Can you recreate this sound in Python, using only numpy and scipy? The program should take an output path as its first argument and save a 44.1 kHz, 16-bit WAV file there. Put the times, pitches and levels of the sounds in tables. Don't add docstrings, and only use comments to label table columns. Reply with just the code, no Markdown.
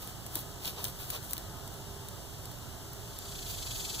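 import sys
import numpy as np
from scipy.fft import rfft, irfft, next_fast_len
from scipy.io import wavfile
from scipy.ndimage import map_coordinates

SR = 44100
rng = np.random.default_rng(int(sys.argv[2]) if len(sys.argv) > 2 else 0)


def output_pcm(signal):
    pcm = np.clip(np.atleast_2d(signal).T, -1, 1) * 32767
    wavfile.write(sys.argv[1], SR, np.round(pcm).astype(np.int16))


N = 176400
t = np.arange(N) / SR
CENTRE = np.array([[1], [0]])


def amp(db):
    return 10 ** (np.asarray(db) / 20)

def unit(x):
    return x / np.sqrt(np.mean(x ** 2) + 1e-20)

def along(points, hz):
    f, values = np.transpose(points)
    return np.interp(np.log(hz + 1), np.log(f + 1), values)

def colour(points):
    return lambda hz: amp(along(points, hz))

def wobble(rate):
    return map_coordinates(rng.standard_normal(int(N * rate / SR) + 4), [t * rate])

def filtered(x, response):
    size = next_fast_len(N + SR // 4)
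    return irfft(rfft(x, size) * response(np.fft.rfftfreq(size, 1 / SR)), size)[..., :N]

def noise(gain, correlation):
    def response(hz):
        angle = np.arccos(np.clip(along(correlation, hz), -1, 1)) / 2
        return gain(hz) * np.array([np.cos(angle), np.sin(angle)])
    return unit(filtered(rng.standard_normal((2, N)), response)) / np.sqrt(2)


# f/Hz, relative level/dB
RUMBLE_SPECTRUM = [(20, -11), (40, -2), (80, 1), (120, 1), (170, -4.5), (240, -11), (390, -9.5), (490, -15),
                   (680, -11), (1200, -19.5), (1600, -21.5), (2100, -31.5), (4000, -45)]
HISS_SPECTRUM = [(500, -1.5), (1900, -2.5), (2450, -3), (2750, 5.5), (3200, 4), (4400, 1.5), (5200, 3.5),
                 (6800, 1.5), (7900, 5.5), (8700, -4), (9400, 0.5), (11500, -1.5), (13000, 0.5),
                 (14000, 1.5), (15500, -3)]
# f/Hz, coefficient
FAR_CORRELATION = [(60, .7), (290, .55), (700, .73), (1400, .55), (2200, .1), (15000, 0)]
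# f/Hz, level/dB
HUM_PARTIALS = [(117, -60.5), (401, -62), (418, -68), (576, -69.5), (690, -67), (882, -69.5), (1255, -71)]

def garden(rumble_db=-46.5, swing_db=.5, hiss_db=-48.5, waver_hz=6):
    rumble = amp(rumble_db + swing_db * wobble(4.8)) * noise(colour(RUMBLE_SPECTRUM), FAR_CORRELATION)
    hiss = amp(hiss_db) * noise(colour(HISS_SPECTRUM), FAR_CORRELATION)
    hum = np.zeros(N)
    for hz, db in HUM_PARTIALS:
        phase = 2 * np.pi * hz * t
        hum += amp(db) * (wobble(waver_hz) * np.sin(phase) + wobble(waver_hz) * np.cos(phase))
    return rumble + hiss + hum * CENTRE


# t/s, level/dB
HANDLING_ENVELOPE = [(0, -70), (1.5, -69), (3.1, -58), (3.6, -46.5), (4, -56.5)]
# f/Hz, relative level/dB
HANDLING_SPECTRUM = [(20, -9), (42, 9), (70, -1.5), (150, -17), (400, -27)]

def handling_rumble():
    envelope = amp(np.interp(t, *np.transpose(HANDLING_ENVELOPE)))
    return envelope * noise(colour(HANDLING_SPECTRUM), correlation=[(40, .4)])


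# f/Hz, relative level/dB
DRY_SPECTRUM = [(400, -49), (1500, -8.5), (3500, -10.5), (6000, -6.5), (8500, -0.5), (11000, 1),
                (13000, 0.5), (14500, 5.5), (16000, 1.5)]
SCRAPE_SPECTRUM = [(300, -56), (900, -19), (1600, -37), (2400, -2.5), (3900, -2), (5300, -4.5),
                   (8000, -14.5), (15000, -12)]
SKIN_SPECTRUM = [(100, -15), (300, -4), (700, 0), (1200, -1), (2000, -10), (4000, -28)]
# f/Hz, coefficient
WING_CORRELATION = [(500, .6), (1700, -.1), (4000, .1), (8000, -.15), (15000, 0)]
# peak t/s, half length/s, dry level/dB, scrape level/dB, skin level/dB
WING_STROKES = [(0.028, .014, -44.5, -50, -59), (0.087, 0.023, -49, -53.5, -57),
                (0.369, .006, -57, -60, -47.5), (0.374, 0.034, -40, -47.5, -62),
                (0.672, 0.026, -38, -39, -50.5), (0.791, 0.019, -63, -45, -50.5),
                (0.861, 0.035, -41.5, -48.5, -52), (1.019, 0.027, -44, -47.5, -53),
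                (1.104, 0.026, -46, -55, -74), (1.152, 0.022, -43, -41, -45),
                (1.247, 0.0085, -42.5, -61, -57), (1.314, 0.027, -43, -52, -67),
                (1.4, 0.029, -53, -56, -55), (3.505, 0.022, -42.5, -44, -69), (3.787, 0.029, -45, -61, -65)]

def wing_strokes(steepness=1.17, grain_hz=810, grain_db=1.5, crackle_db=-4):
    envelopes = np.zeros((3, N))
    for peak_s, half_s, *levels_db in WING_STROKES:
        offset = np.clip(steepness * (t - peak_s) / half_s, -20, 20)
        envelopes += amp(levels_db)[:, None] / np.cosh(offset)
    grip = unit(amp(grain_db * wobble(grain_hz)))
    friction = sum(envelope * noise(colour(spectrum), WING_CORRELATION)
                   for envelope, spectrum in zip(envelopes, (DRY_SPECTRUM, SCRAPE_SPECTRUM, SKIN_SPECTRUM)))
    return grip * friction + amp(crackle_db) * envelopes[0] * scale_crackle()

def scale_crackle(catches_per_s=600, spread_db=4):
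    catches = (rng.random(N) < catches_per_s / SR) * rng.choice([-1, 1], (2, N))
    sizes = amp(spread_db * np.clip(rng.standard_normal(N), -2, 2))
    return unit(filtered(catches * sizes, colour(DRY_SPECTRUM))) / np.sqrt(2)


# t/s, relative peak level/dB, decay time/s, level of the dull part re the bright part/dB
WING_TICKS = [(0.0748, -31, .001, -16), (0.2655, -27, 0.00046, -8), (0.2707, -33.5, .0005, -8),
              (0.3555, -19, 0.0018, -11), (0.3916, -34, .001, -9), (.6485, -37, .0015, 5),
              (0.656, -36, 0.0014, 6.5), (.677, -38, 0.0018, 7), (.68, -37, .0006, 6),
              (.843, -20, 0.0015, -6), (.85, -28, .001, -2), (0.8532, -33, 0.0011, 5.5),
              (0.8716, -32, .0008, -5), (0.883, -31.5, 0.0011, -6), (1.1026, -24, 0.0036, -9.5),
              (1.2293, -34, .0006, -9), (1.31, -34, .0015, -4), (1.3336, -17.5, 0.0009, -27),
              (1.3372, -30, .0008, -18), (1.368, -38.5, .0015, 4), (1.3803, -25, 0.00099, -9),
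              (1.677, -36, 0.0028, -7), (1.741, -36.5, 0.0011, -17), (2.086, -36, 0.0034, -8),
              (2.456, -34.5, .0025, -6), (2.516, -36, .0015, -10), (2.933, -37, 0.0025, -14),
              (3.1887, -26.5, 0.0009, -13)]

def wing_ticks(rise_s=.0006, burst_db=-1, bright_click_db=8, dull_click_db=2):
    envelopes, impulses = np.zeros((2, N)), np.zeros((2, N))
    for peak_s, db, decay_s, dull_db in WING_TICKS:
        sizes = amp([db, db + dull_db])
        falloff = np.maximum((peak_s - t) / rise_s, (t - peak_s) / decay_s)
        envelopes += sizes[:, None] * np.exp(-np.minimum(falloff, 20))
        impulses[:, round(peak_s * SR)] += sizes
    quadrature = np.array([[1], [1j]]) / np.sqrt(2)
    parts = (colour(DRY_SPECTRUM), bright_click_db), (colour(SCRAPE_SPECTRUM), dull_click_db)
    ticks = np.zeros((2, N))
    for envelope, impulse, (gain, click_db) in zip(envelopes, impulses, parts):
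        ticks += amp(burst_db) * envelope * noise(gain, WING_CORRELATION)
        ticks += amp(click_db) * filtered(impulse, lambda hz: quadrature * gain(hz))
    return ticks


# peak t/s, half length/s, f/Hz, frequency spread/Hz, level/dB
PALM_PATS = [(.3648, .005, 345, 70, -40), (.793, .021, 950, 110, -51)]

def palm_pats():
    pats = np.zeros(N)
    for peak_s, half_s, hz, spread_hz, db in PALM_PATS:
        envelope = amp(db) * np.exp(-((t - peak_s) / half_s) ** 2)
        phase = 2 * np.pi * np.cumsum(hz + spread_hz * wobble(2 * spread_hz)) / SR
        pats += envelope * np.sqrt(2) * np.sin(phase)
    return pats * CENTRE


# f/Hz, relative level/dB
RASP_SPECTRUM = [(1900, -24), (2500, 7), (2850, -1), (3300, 1.5), (4100, -5), (4800, 5.5), (5400, -3),
                 (6400, -10), (7700, 2), (9000, -11), (14000, -11.5)]
SIZZLE_SPECTRUM = [(1800, -11), (3000, -6.5), (4500, 1), (6000, 2.5), (7700, 4), (9200, -5.5), (10500, 0.5),
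                   (14000, -3), (15500, -8)]
# f/Hz, width/Hz, level re the underlying spectrum/dB
RINGING_PEAKS = [(2630, 60, 5), (3050, 14, 5), (3247, 25, 6), (3292, 18, 7), (3487, 16, 9), (3550, 16, 3),
                 (3990, 16, 5), (4123, 18, 8), (4468, 16, 5), (4566, 14, 4), (4724, 16, 8), (6303, 16, 8),
                 (6732, 14, 5), (6975, 16, 8), (7612, 18, 6)]
# f/Hz, coefficient
CICADA_CORRELATION = [(2500, .1), (3300, .75), (4700, .6), (5500, .1), (6500, .35), (9000, 0), (15000, 0)]
# t/s, relative level/dB
CICADA_EFFORT = [(2.7, -41), (3.0, -18), (3.18, -11), (3.3, -5.5), (3.5, -3), (3.75, 0), (4.0, 1.5)]

def cicada(rasp_db=-37, rasp_growth=1.27, sizzle_db=-42.5, click_share=.45, sharpness=2.2):
    def ringing(f):
        peaks = sum(amp(db) ** 2 / (1 + ((f - hz) / width) ** 2) ** 2 for hz, width, db in RINGING_PEAKS)
        return np.sqrt(1 + peaks)
    effort_db = np.interp(t, *np.transpose(CICADA_EFFORT), left=-80)
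    pulse_at_s, period_s, slowing_s = 3.322, .0341, .001037
    period = np.sqrt(np.maximum(period_s ** 2 + 2 * slowing_s * (t - pulse_at_s), 0))
    phase = 2 * np.pi * (period - period_s) / slowing_s
    pulses = np.exp(sharpness * (np.cos(phase) - 1) / 2)
    rasp_gain = lambda f: colour(RASP_SPECTRUM)(f) * ringing(f)
    rasp = np.sqrt(click_share) * tymbal_buzz(rasp_gain)
    rasp += np.sqrt(1 - click_share) * noise(rasp_gain, CICADA_CORRELATION)
    sizzle = noise(lambda f: colour(SIZZLE_SPECTRUM)(f) * ringing(f), CICADA_CORRELATION)
    return amp(rasp_db + rasp_growth * effort_db) * pulses * rasp + amp(sizzle_db + effort_db) * sizzle

def tymbal_buzz(gain, click_hz=432, wander=.03, wander_hz=30):
    count = np.cumsum(click_hz * (1 + wander * wobble(wander_hz))) / SR
    clicks = np.diff(np.floor(count), prepend=0)
    low_cut_hz = RASP_SPECTRUM[0][0]
    return unit(filtered(clicks, lambda hz: gain(hz) * (hz > low_cut_hz))) * CENTRE


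def scene():
    mid, side = wing_strokes() + wing_ticks() + palm_pats() + cicada() + garden() + handling_rumble()
    return np.array([mid + side, mid - side])


# f/Hz, amplitude ratio
CROSSFEED_RATIO = [(500, 0), (1200, .6), (2000, .65), (2550, .95), (3900, .85), (5200, .55), (6500, .22),
                   (9000, .27), (11600, .38), (15000, .42)]
# f/Hz, level of left re right/dB
MIC_IMBALANCE = [(60, -4.5), (640, -4.5), (1400, 1), (4000, 0.5), (8000, 1.6), (12000, 0.5)]

def record(dry, delay_s=.00039, top_hz=15600):
    share = lambda hz: np.clip(along(CROSSFEED_RATIO, hz), 0, 1)
    crossfeed = filtered(dry[::-1], lambda hz: share(hz) * np.exp(-2j * np.pi * hz * delay_s))
    balance = lambda hz: amp(np.array([[.5], [-.5]]) * along(MIC_IMBALANCE, hz))
    return filtered(dry - crossfeed, lambda hz: balance(hz) / np.sqrt(1 + share(hz) ** 2) * (hz < top_hz))


dry = scene()
out = record(dry)
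output_pcm(out)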